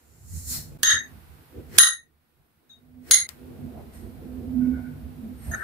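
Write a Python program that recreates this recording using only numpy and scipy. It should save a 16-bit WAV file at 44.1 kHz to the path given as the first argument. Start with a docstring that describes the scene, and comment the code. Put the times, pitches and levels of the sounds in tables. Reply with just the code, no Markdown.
"""Indoors, in a hard room, a phone's two microphones close to a hand-held glass bowl of salt.
Salt slides across the glass and the hand bumps softly on it. A steel spoon knocks the rim, each knock
ringing on in the room, and salt hisses past the spoon. Far traffic and a drone come in from outside.
The microphone hiss sinks after the loudest knock, and twice the level dips for an instant."""
import sys
import numpy as np
from scipy.fft import rfft, irfft, next_fast_len
from scipy.io import wavfile
from scipy.ndimage import uniform_filter1d, map_coordinates

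SR = 44100
rng = np.random.default_rng(int(sys.argv[2]) if len(sys.argv) > 2 else 0)


def output_pcm(signal):
    """Save a mono or channel-first signal as 16-bit PCM at the path in sys.argv[1].

    Samples are clipped to [-1, 1] before scaling.
    """
    pcm = np.clip(np.atleast_2d(signal).T, -1, 1) * 32767
    wavfile.write(sys.argv[1], SR, np.round(pcm).astype(np.int16))


N = 248283

# microphone hiss over time: time_s, level_db
MIC_HISS_LEVELS = [(0, -66), (.2, -67.5), (.8, -60), (1.1, -57.5), (1.78, -60), (1.9, -76), (2.3, -71.5),
                   (3.0, -69.5), (3.26, -62.5), (3.3, -59.5), (5.63, -58.5)]
# its spectrum: freq_hz, level_db
MIC_HISS_SPECTRUM = [(470, -19.5), (800, -7), (1130, -9.5), (1490, -8.5), (1680, -11.5), (2440, -13.5),
                     (3100, -17), (4120, -17.5), (6600, -25), (13600, -14.5), (15500, -21)]
# far traffic over time: time_s, rumble_db, boom_db, hollow_db
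TRAFFIC_LEVELS = [(0, -70.5, -74, -71.5), (.22, -58, -82, -67.5), (.32, -45, -70.5, -68.5),
                  (.76, -46.5, -57.5, -60.5), (.79, -56, -62, -63.5), (1.2, -57, -63.5, -64),
                  (1.5, -57, -76.5, -65.5), (1.78, -52, -56, -62), (1.95, -70.5, -80, -78),
                  (2.55, -76.5, -82, -79.5), (3.0, -58.5, -64, -63.5), (3.22, -58.5, -72, -66),
                  (3.28, -64, -69, -67.5), (3.52, -47, -51.5, -53), (3.9, -48, -52, -55),
                  (4.3, -48, -51, -52.5), (4.62, -38.5, -44.5, -53.5), (4.95, -47.5, -52.5, -56),
                  (5.3, -48.5, -50.5, -56), (5.63, -46.5, -55, -56.5)]
# the room's rumble, a deep and an upper group: pitch_hz, width_hz, level_db
RUMBLE_MODES = [
    [(62, 30, -10.5), (75.4, 12, -1.5)],
    [(94.3, 16, -0.5), (154.3, 15, 0)],
]
# the room's hollow mids, a lower and an upper group: pitch_hz, width_hz, level_db
HOLLOW_MODES = [
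    [(312, 87.7, 0.5), (406, 130, -1), (492, 49, -0.5)],
    [(671, 180, 0)],
]
# the drone outside: time_s, level_db
DRONE_LEVELS = [(0.0, -84), (0.55, -53.5), (0.61, -63.5), (1.14, -60.5), (1.24, -79), (1.74, -51.5),
                (1.83, -82), (2.59, -88), (3.0, -47.5), (3.25, -79), (3.43, -50), (3.56, -52), (3.65, -42),
                (3.84, -61), (4.44, -39), (4.47, -34), (4.64, -23), (5.03, -51.5), (5.3, -44),
                (5.44, -53.5), (5.49, -47.5), (5.63, -61.5)]
# surges of sliding salt: peak_s, rise_db_per_s, hold_s, fall_db_per_s, hiss_db, scuff_db, trickle_db
SALT_SLIDES = [(.14, 41, 0.046, 60, -76, -76.5, -70), (.365, 142, 0.017, 73, -57.5, -64, -48),
               (.5, 285, .02, 268, -47, -59.5, -38), (.53, 300, 0.033, 201, -38, -49.5, -52)]
# bright hiss of the grains: freq_hz, level_db
GRAIN_SPECTRUM = [(2000, -38), (3000, -21), (3650, -12), (4250, 1), (4650, -5.5), (5500, -1.5), (6300, -7),
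                  (7340, -2.5), (10500, -6.5), (12500, -2.5), (15600, -7.5)]
# their dull scuff: freq_hz, level_db
SCUFF_SPECTRUM = [(500, -10.5), (1000, -5.5), (1650, -1), (1950, 2), (2300, -4), (3000, -7.5), (4500, -22)]
# their thin trickle: freq_hz, level_db
TRICKLE_SPECTRUM = [(4000, -18.5), (6500, -4), (7300, 3), (7800, -2), (8700, -5), (11000, -4.5),
                    (15600, -12)]
# hand on the bowl: peak_s, hold_s, deep_rumble_db, upper_rumble_db, boom_db, hollow_db, upper_hollow_db
HAND_BUMPS = [(.33, 0.047, -41, -40, -62, -65, -87), (.47, .01, -43.5, -43, -65, -64.5, -75),
              (.578, .01, -45.5, -43, -47.5, -62, -56), (.72, .04, -42, -46, -54, -62.5, -66.5),
              (.94, .02, -45.5, -49, -61.5, -49.5, -75.5), (1.13, .03, -55, -49.5, -60, -64.5, -75),
              (1.29, .01, -51, -55.5, -78.5, -77, -74.5), (1.57, .03, -47, -44.5, -50, -42.5, -69.5),
              (1.68, .02, -46.5, -51, -54, -65, -70), (1.74, .04, -55, -47.5, -51.5, -45.5, -71.5),
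              (2.4, .01, -57.5, -66, -84.5, -85, -95), (3.11, .005, -48, -48, -57.5, -42.5, -55),
              (3.65, .02, -46, -47, -49, -56, -72), (3.77, .04, -50, -51, -53.5, -55.5, -48),
              (4.05, .04, -44.5, -48, -51.5, -53.5, -62), (4.22, .04, -54, -53.5, -46.5, -47, -74),
              (4.66, .02, -46, -43.5, -42, -44, -67.5), (4.78, .02, -43, -45.5, -46, -53.5, -54.5),
              (5.04, .02, -41, -47, -45.5, -57.5, -63), (5.25, .02, -53, -50.5, -39, -59, -68),
              (5.49, .03, -35, -41.5, -38.5, -59.5, -52), (5.54, .005, -48.5, -44, -50, -53, -44)]
# spoon on the rim: start_s, crack_db, thud_db, thud_rise_s, left_over_right_db
RIM_KNOCKS = [(0.8321, -12, -14.5, 0.00078, -7.5), (1.7842, 3.5, -14, 0.00054, -7),
              (2.6936, -64, -66, 0.00074, 6), (3.111, -11, -31.5, 0.00071, 13.5),
              (3.2905, -31.5, -42, .0006, 11.5), (5.5145, -53, -29.5, .001, -3.5),
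              (5.5357, -46.5, -5, 0.0041, -2)]
# rings of the bowl, with swell and treble loss while the spoon rattles: start_s, rattle_s,
# swell_db_per_s, treble_loss_db_per_s_per_khz, flash_db, grip_factor, length_s, left_over_right_db
BOWL_RINGS = [(.833, 0.092, 169.5, 22, 13.5, 0.83, 0.3, -2.4), (1.784, 0.078, -29, 7.5, 9.5, 0.71, 0.33, 0),
              (2.694, 0.03, -38, -8, -1.5, 1.2, .2, 2.5), (3.11, 0.067, 57.5, 15.5, 9, 0.97, .16, -2.5),
              (5.512, .13, 131.5, 73.5, 3.5, 1.05, .13, 2.1)]
# a row per ring, detuned by grip and salt: pitch_hz of two air resonances and five rim modes
BOWL_PITCHES = [(1480, 3200, 1790, 3745, 6480, 9800, 13900), (1450, 3100, 1880, 3840, 6490, 9920, 13900),
                (1450, 3150, 1850, 3750, 6510, 9880, 13850), (1550, 3500, 2050, 4030, 6570, 9790, 13900),
                (1500, 3150, 1790, 3770, 6490, 9880, 13850)]
# a row per ring, blurred by a harder grip or blow: base_width_hz of the same seven
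BOWL_WIDTHS = [(603, 760, 305, 133, 140, 120, 500), (636, 700, 120, 390, 300, 230, 650),
               (650, 1100, 180, 133, 150, 200, 400), (656, 890, 230, 560, 190, 280, 310),
               (507.4, 860, 130, 88, 110, 200, 360)]
# how hard each blow excites the bowl: level_db of the seven resonances, the clatter and the sizzle
STRIKE_LEVELS = [(-44.5, -40.5, -36, -35, -27, -42, -44, -36.5, -40.5),
                 (-30.5, -32.5, -29, -26.5, -24, -17.5, -36, -28.5, -37.5),
                 (-75, -84, -87, -52.5, -71.5, -93, -84, -78, -88),
                 (-45.5, -40, -35.5, -32.5, -22.5, -20.5, -37, -29, -44.5),
                 (-47.5, -85, -47.5, -67.5, -42.5, -57, -73, -72, -45.5)]
# decay of the same nine, before grip and steepening: base_fade_db_per_s
BASE_FADES = [260, 330, 162, 217, 220, 240, 320, 301.2, 350]
# clatter between the bowl's resonances: freq_hz, level_db
CLATTER_SPECTRUM = [(600, -31.5), (900, -19), (1800, -10), (2450, -23.5), (3000, -5.5), (4500, -4),
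                    (5600, -4), (7000, 1.5), (7750, -13), (8400, -6.5), (9300, -13.5), (10500, -28)]
# sizzle on top of the clatter: freq_hz, level_db
SIZZLE_SPECTRUM = [(10400, -25), (11050, -8), (11350, 3), (11650, -8), (12300, -6), (13200, -14),
                   (15300, -12), (16000, -16)]
# the steel spoon's own modes: pitch_hz, width_hz, level_db
SPOON_MODES = [(8050, 110, -7), (8720, 130, 0), (11350, 150, -1)]
# the spoon bounces on the glass and feeds the whole ring: peak_s, lift_db, half_length_s
SPOON_BOUNCES = [(0.908, 2, 0.014), (0.933, 0.5, 0.0086), (1.813, 4.5, 0.0037), (1.836, 4.5, .007),
                 (1.874, 4, .005), (3.143, 4.5, 0.0075), (5.548, 12, 0.0096), (5.627, 8, 0.018)]
# spoon through salt: peak_s, rise_db_per_s, hold_s, fall_db_per_s, hiss_db, scuff_db, singing_db
SPOON_STROKES = [(1.77, 297, .002, 3000.5, -48.5, -43, -52), (3.097, 330.5, .002, 3005, -56, -51, -53.5),
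                 (3.292, 3005, 0.0017, 327.5, -55.5, -50, -68.5), (3.94, 701, 0.034, 111, -67, -63.5, -53),
                 (5.45, 220, 0.11, 100, -64, -58, -47)]
# pulses of a faint whine: peak_s, rise_db_per_s, hold_s, fall_db_per_s, level_db
WHINE_PULSES = [(4.63, 249, 0.036, 150.5, -55), (4.76, 250, 0.018, 200, -49.5),
                (4.855, 302, .01, 178, -52.5)]
# brief dips in level: start_s, length_s, gain_db
LEVEL_DIPS = [(0.775, .012, -12), (3.2771, 0.0053, -4.5)]


def amp(db):
    """Decibels to gain."""
    return 10 ** (np.asarray(db) / 20)


def unit(x):
    """Scaled to rms 1."""
    return x / np.sqrt(np.mean(x ** 2) + 1e-20)


def pan(db):
    """Gains of the two microphones, left over right by db."""
    return amp([[db / 2], [-db / 2]])


def shape(points):
    """A response through (freq_hz, level_db) points on a log axis."""
    freq_hz, level_db = np.transpose(points)
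    return lambda hz: amp(np.interp(np.log(hz + 1), np.log(freq_hz + 1), level_db, -120, -120))


def modes(rows, power=1):
    """A sum of (pitch_hz, width_hz, level_db) resonances; a power above 1 narrows them."""
    return lambda f: sum((-1) ** k * amp(db) * 1j * f * width / (hz * hz - f * f + 1j * f * width)
                         for k, (hz, width, db) in enumerate(rows)) ** power


def filtered(x, response):
    """x through a frequency response."""
    size = next_fast_len(x.shape[-1] + 8192)
    return irfft(rfft(x, size) * response(np.fft.rfftfreq(size, 1 / SR)), size)[..., :x.shape[-1]]


def noise(response, size=N, alike=0, pan_db=0):
    """Stereo noise of rms 1; alike is the correlation between the microphones."""
    a, b = filtered(rng.standard_normal((2, size)), response)
    angle = np.arccos(alike) / 2
    mid, side = np.cos(angle) * a, np.sin(angle) * b
    return unit(np.array([mid + side, mid - side]) * pan(pan_db))


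def curves(rows):
    """One value per sample for each column after the time."""
    times, *columns = np.transpose(rows)
    return [np.interp(np.arange(N) / SR, times, column) for column in columns]


def swells(rows):
    """Each row rises, holds and falls; one gain curve for each level column."""
    t, power = np.arange(N) / SR, 0
    for peak, rise, hold, fall, *levels in rows:
        down_db = rise * np.maximum(peak - t, 0) + fall * np.maximum(t - peak - hold, 0)
        power += amp(np.array(levels)[:, None] - down_db) ** 2
    return np.sqrt(power)[:, None]


def wobble(knots_per_s):
    """A smooth random curve."""
    return map_coordinates(rng.standard_normal(N // 100), [np.arange(N) * knots_per_s / SR])


def microphone_hiss():
    """Broad noise, unrelated at the two microphones, that sinks and creeps back."""
    return amp(curves(MIC_HISS_LEVELS)[0]) * noise(shape(MIC_HISS_SPECTRUM), pan_db=-1.5)


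def room_resonances():
    """Noise in the room's low modes: deep and upper rumble, boom, hollow and upper hollow."""
    return [noise(modes(RUMBLE_MODES[0]), alike=0.72, pan_db=-6),
            noise(modes(RUMBLE_MODES[1]), alike=0.69, pan_db=-0.5),
            noise(modes([(224, 30, 0)], power=2), alike=0.82, pan_db=-3.5),
            noise(modes(HOLLOW_MODES[0]), alike=0.4, pan_db=-1),
            noise(modes(HOLLOW_MODES[1], power=1.6), alike=0.19)]


def far_traffic(unsteady_db=2.5):
    """Traffic outside, stronger on the right; each room resonance it excites swells on its own."""
    rumble_db, boom_db, hollow_db = curves(TRAFFIC_LEVELS)
    levels_db = [rumble_db - 0.1, rumble_db - 0.4, boom_db + 1.5, hollow_db + 2, hollow_db - 6]
    return sum(amp(db + unsteady_db * wobble(knots_per_s=11)) * band
               for db, band in zip(levels_db, room_resonances()))


def drone(pitch_hz=251.5):
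    """From outside, to the right: a tone whose phase wanders, with a rough fringe."""
    wander = np.cumsum(uniform_filter1d(rng.standard_normal(N), SR // 50)) * 0.012
    tone = np.sin(2 * np.pi * pitch_hz * np.arange(N) / SR + wander) * pan(-12)
    fringe = noise(modes([(pitch_hz, 30, 0)], power=2), alike=0.82, pan_db=-10.5)
    return amp(curves(DRONE_LEVELS)[0] + 2.5) * unit(unit(tone) + amp(-4) * fringe)


def salt_grains():
    """Dense moving grains, close up: a bright hiss and a dull scuff."""
    return noise(shape(GRAIN_SPECTRUM), pan_db=1.5) * amp(6.5), noise(shape(SCUFF_SPECTRUM)) * amp(1.5)


def sliding_salt():
    """Salt slides across the tilted bowl in surges, with a thin trickle on top."""
    trickle = noise(shape(TRICKLE_SPECTRUM), pan_db=-2) * amp(6)
    return sum(swells(SALT_SLIDES) * [*salt_grains(), trickle])


def hand_bumps(rise_db_per_s=350.5, fall_db_per_s=299):
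    """The hand bumps softly on the bowl and sounds in the room's low resonances."""
    bumps = [(peak, rise_db_per_s, hold, fall_db_per_s, *levels) for peak, hold, *levels in HAND_BUMPS]
    return sum(swells(bumps) * room_resonances())


def rim_knocks(graze_db_per_s=2500, thud_hz=1750):
    """Steel on glass, close up: a graze, then a short crack and a thud of the lowest rim mode."""
    out = np.zeros((2, N + SR))
    t = np.arange(-SR // 200, SR // 20) / SR  # contact is at t = 0
    after = np.maximum(t, 0)
    crack_spectrum = shape([(40, -35), (300, -27.5), (750, -22.5), (1500, -3), (5000, 1.5),
                            (10000, 2.5), (16000, -9.5), (20000, -19.5)])
    graze = amp(-23 + graze_db_per_s * t) * (t < 0)
    impact = (amp(-60 * after / 0.016) + amp(4 - 60 * after / 0.00067)) * (t >= 0)
    for start, crack_db, thud_db, rise, pan_db in RIM_KNOCKS:
        crack = amp(crack_db) * noise(crack_spectrum, len(t), alike=0.068) * (graze + impact)
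        attack = 1 - np.exp(-(after / rise) ** 2)
        thud = amp(thud_db - 60 * after / 0.019) * attack * np.sin(2 * np.pi * thud_hz * after)
        out[:, round((start + t[0]) * SR):][:, :len(t)] += pan(pan_db) * (crack + thud)
    return out[:, :N]


def ring_layers(pitches, widths, size, pan_db):
    """Seven resonances, scattered by the room into fluttering bands, then clatter and sizzle."""
    # the right microphone favours the higher resonances
    bands = [noise(modes([(hz, width, 0)], power=3), size, pan_db=pan_db + 4.5 - hz / 1700) * amp(5.5)
             for hz, width in zip(pitches, widths)]
    clatter = noise(shape(CLATTER_SPECTRUM), size, pan_db=pan_db) * amp(6)
    spoon = noise(modes(SPOON_MODES), size, pan_db=3.5) * amp(-17)
    sizzle = noise(shape(SIZZLE_SPECTRUM), size, pan_db=-5)
    return [*bands, clatter + spoon, sizzle]


def bowl_rings(flash_s=0.005, ease_s=0.02, steepen_per_s=4.1, clatter_hz=6000, sizzle_hz=12000):
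    """The glass rings while the spoon rattles on it, then fades ever faster in the hand's grip."""
    out, size = np.zeros((2, N + SR)), SR // 2
    t = np.arange(size) / SR
    for ring, levels, pitches, widths in zip(BOWL_RINGS, STRIKE_LEVELS, BOWL_PITCHES, BOWL_WIDTHS):
        start, rattle, swell, treble_loss, flash_db, grip, length, pan_db = ring
        layers = ring_layers(pitches, widths, size, pan_db)
        fading_s = ease_s * np.logaddexp(0, (t - rattle) / ease_s)  # eased time since the rattle ended
        bounce_db = sum(db * np.exp(-((start + t - at) / half) ** 2) for at, db, half in SPOON_BOUNCES)
        lift_db = flash_db * np.exp(-t / flash_s) + bounce_db
        gate = np.clip(np.minimum(t, length - t) / 0.001, 0, 1)
        for layer, db, hz, fade in zip(layers, levels, [*pitches, clatter_hz, sizzle_hz], BASE_FADES):
            rattle_db = (swell - treble_loss * hz / 1000) * (t - fading_s)
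            fade_db = grip * fade * fading_s * (1 + steepen_per_s * fading_s)
            out[:, round(start * SR):][:, :size] += gate * amp(db + lift_db + rattle_db - fade_db) * layer
    gap = modes([(2500, 500, 0)])  # the bowl radiates little between its two air resonances
    return filtered(out[:, :N], lambda hz: 1 - 0.75 * gap(hz))


def spoon_strokes():
    """Grains hiss and scuff past the spoon and set its own modes singing."""
    singing = noise(modes(SPOON_MODES, power=1.2), pan_db=-2) * amp(-3.5)
    return sum(swells(SPOON_STROKES) * [*salt_grains(), singing])


def whine():
    """Two faint narrow bands, a little to the left, pulse on the drone's biggest swell."""
    bands = noise(modes([(1475, 100, 0), (2240, 140, -7)], power=2), pan_db=3) * amp(1)
    return swells(WHINE_PULSES)[0] * bands


def scene():
    """Everything that reaches the two microphones."""
    background = microphone_hiss() + far_traffic() + drone() + whine()
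    return background + sliding_salt() + hand_bumps() + rim_knocks() + bowl_rings() + spoon_strokes()


def record(dry, top_hz=15700):
    """Twice the level dips briefly; then the phone's ceiling at full scale and its band limit."""
    t, gain = np.arange(N) / SR, np.ones(N)
    for start, length, db in LEVEL_DIPS:
        gain[(t > start) & (t < start + length)] = amp(db)
    clipped = np.clip(dry * gain, -1, 1)
    return filtered(clipped, lambda hz: amp(-25 * (hz > top_hz) - 15 * (hz > 17500)) * (hz > 20))


dry = scene()
out = record(dry)
output_pcm(out)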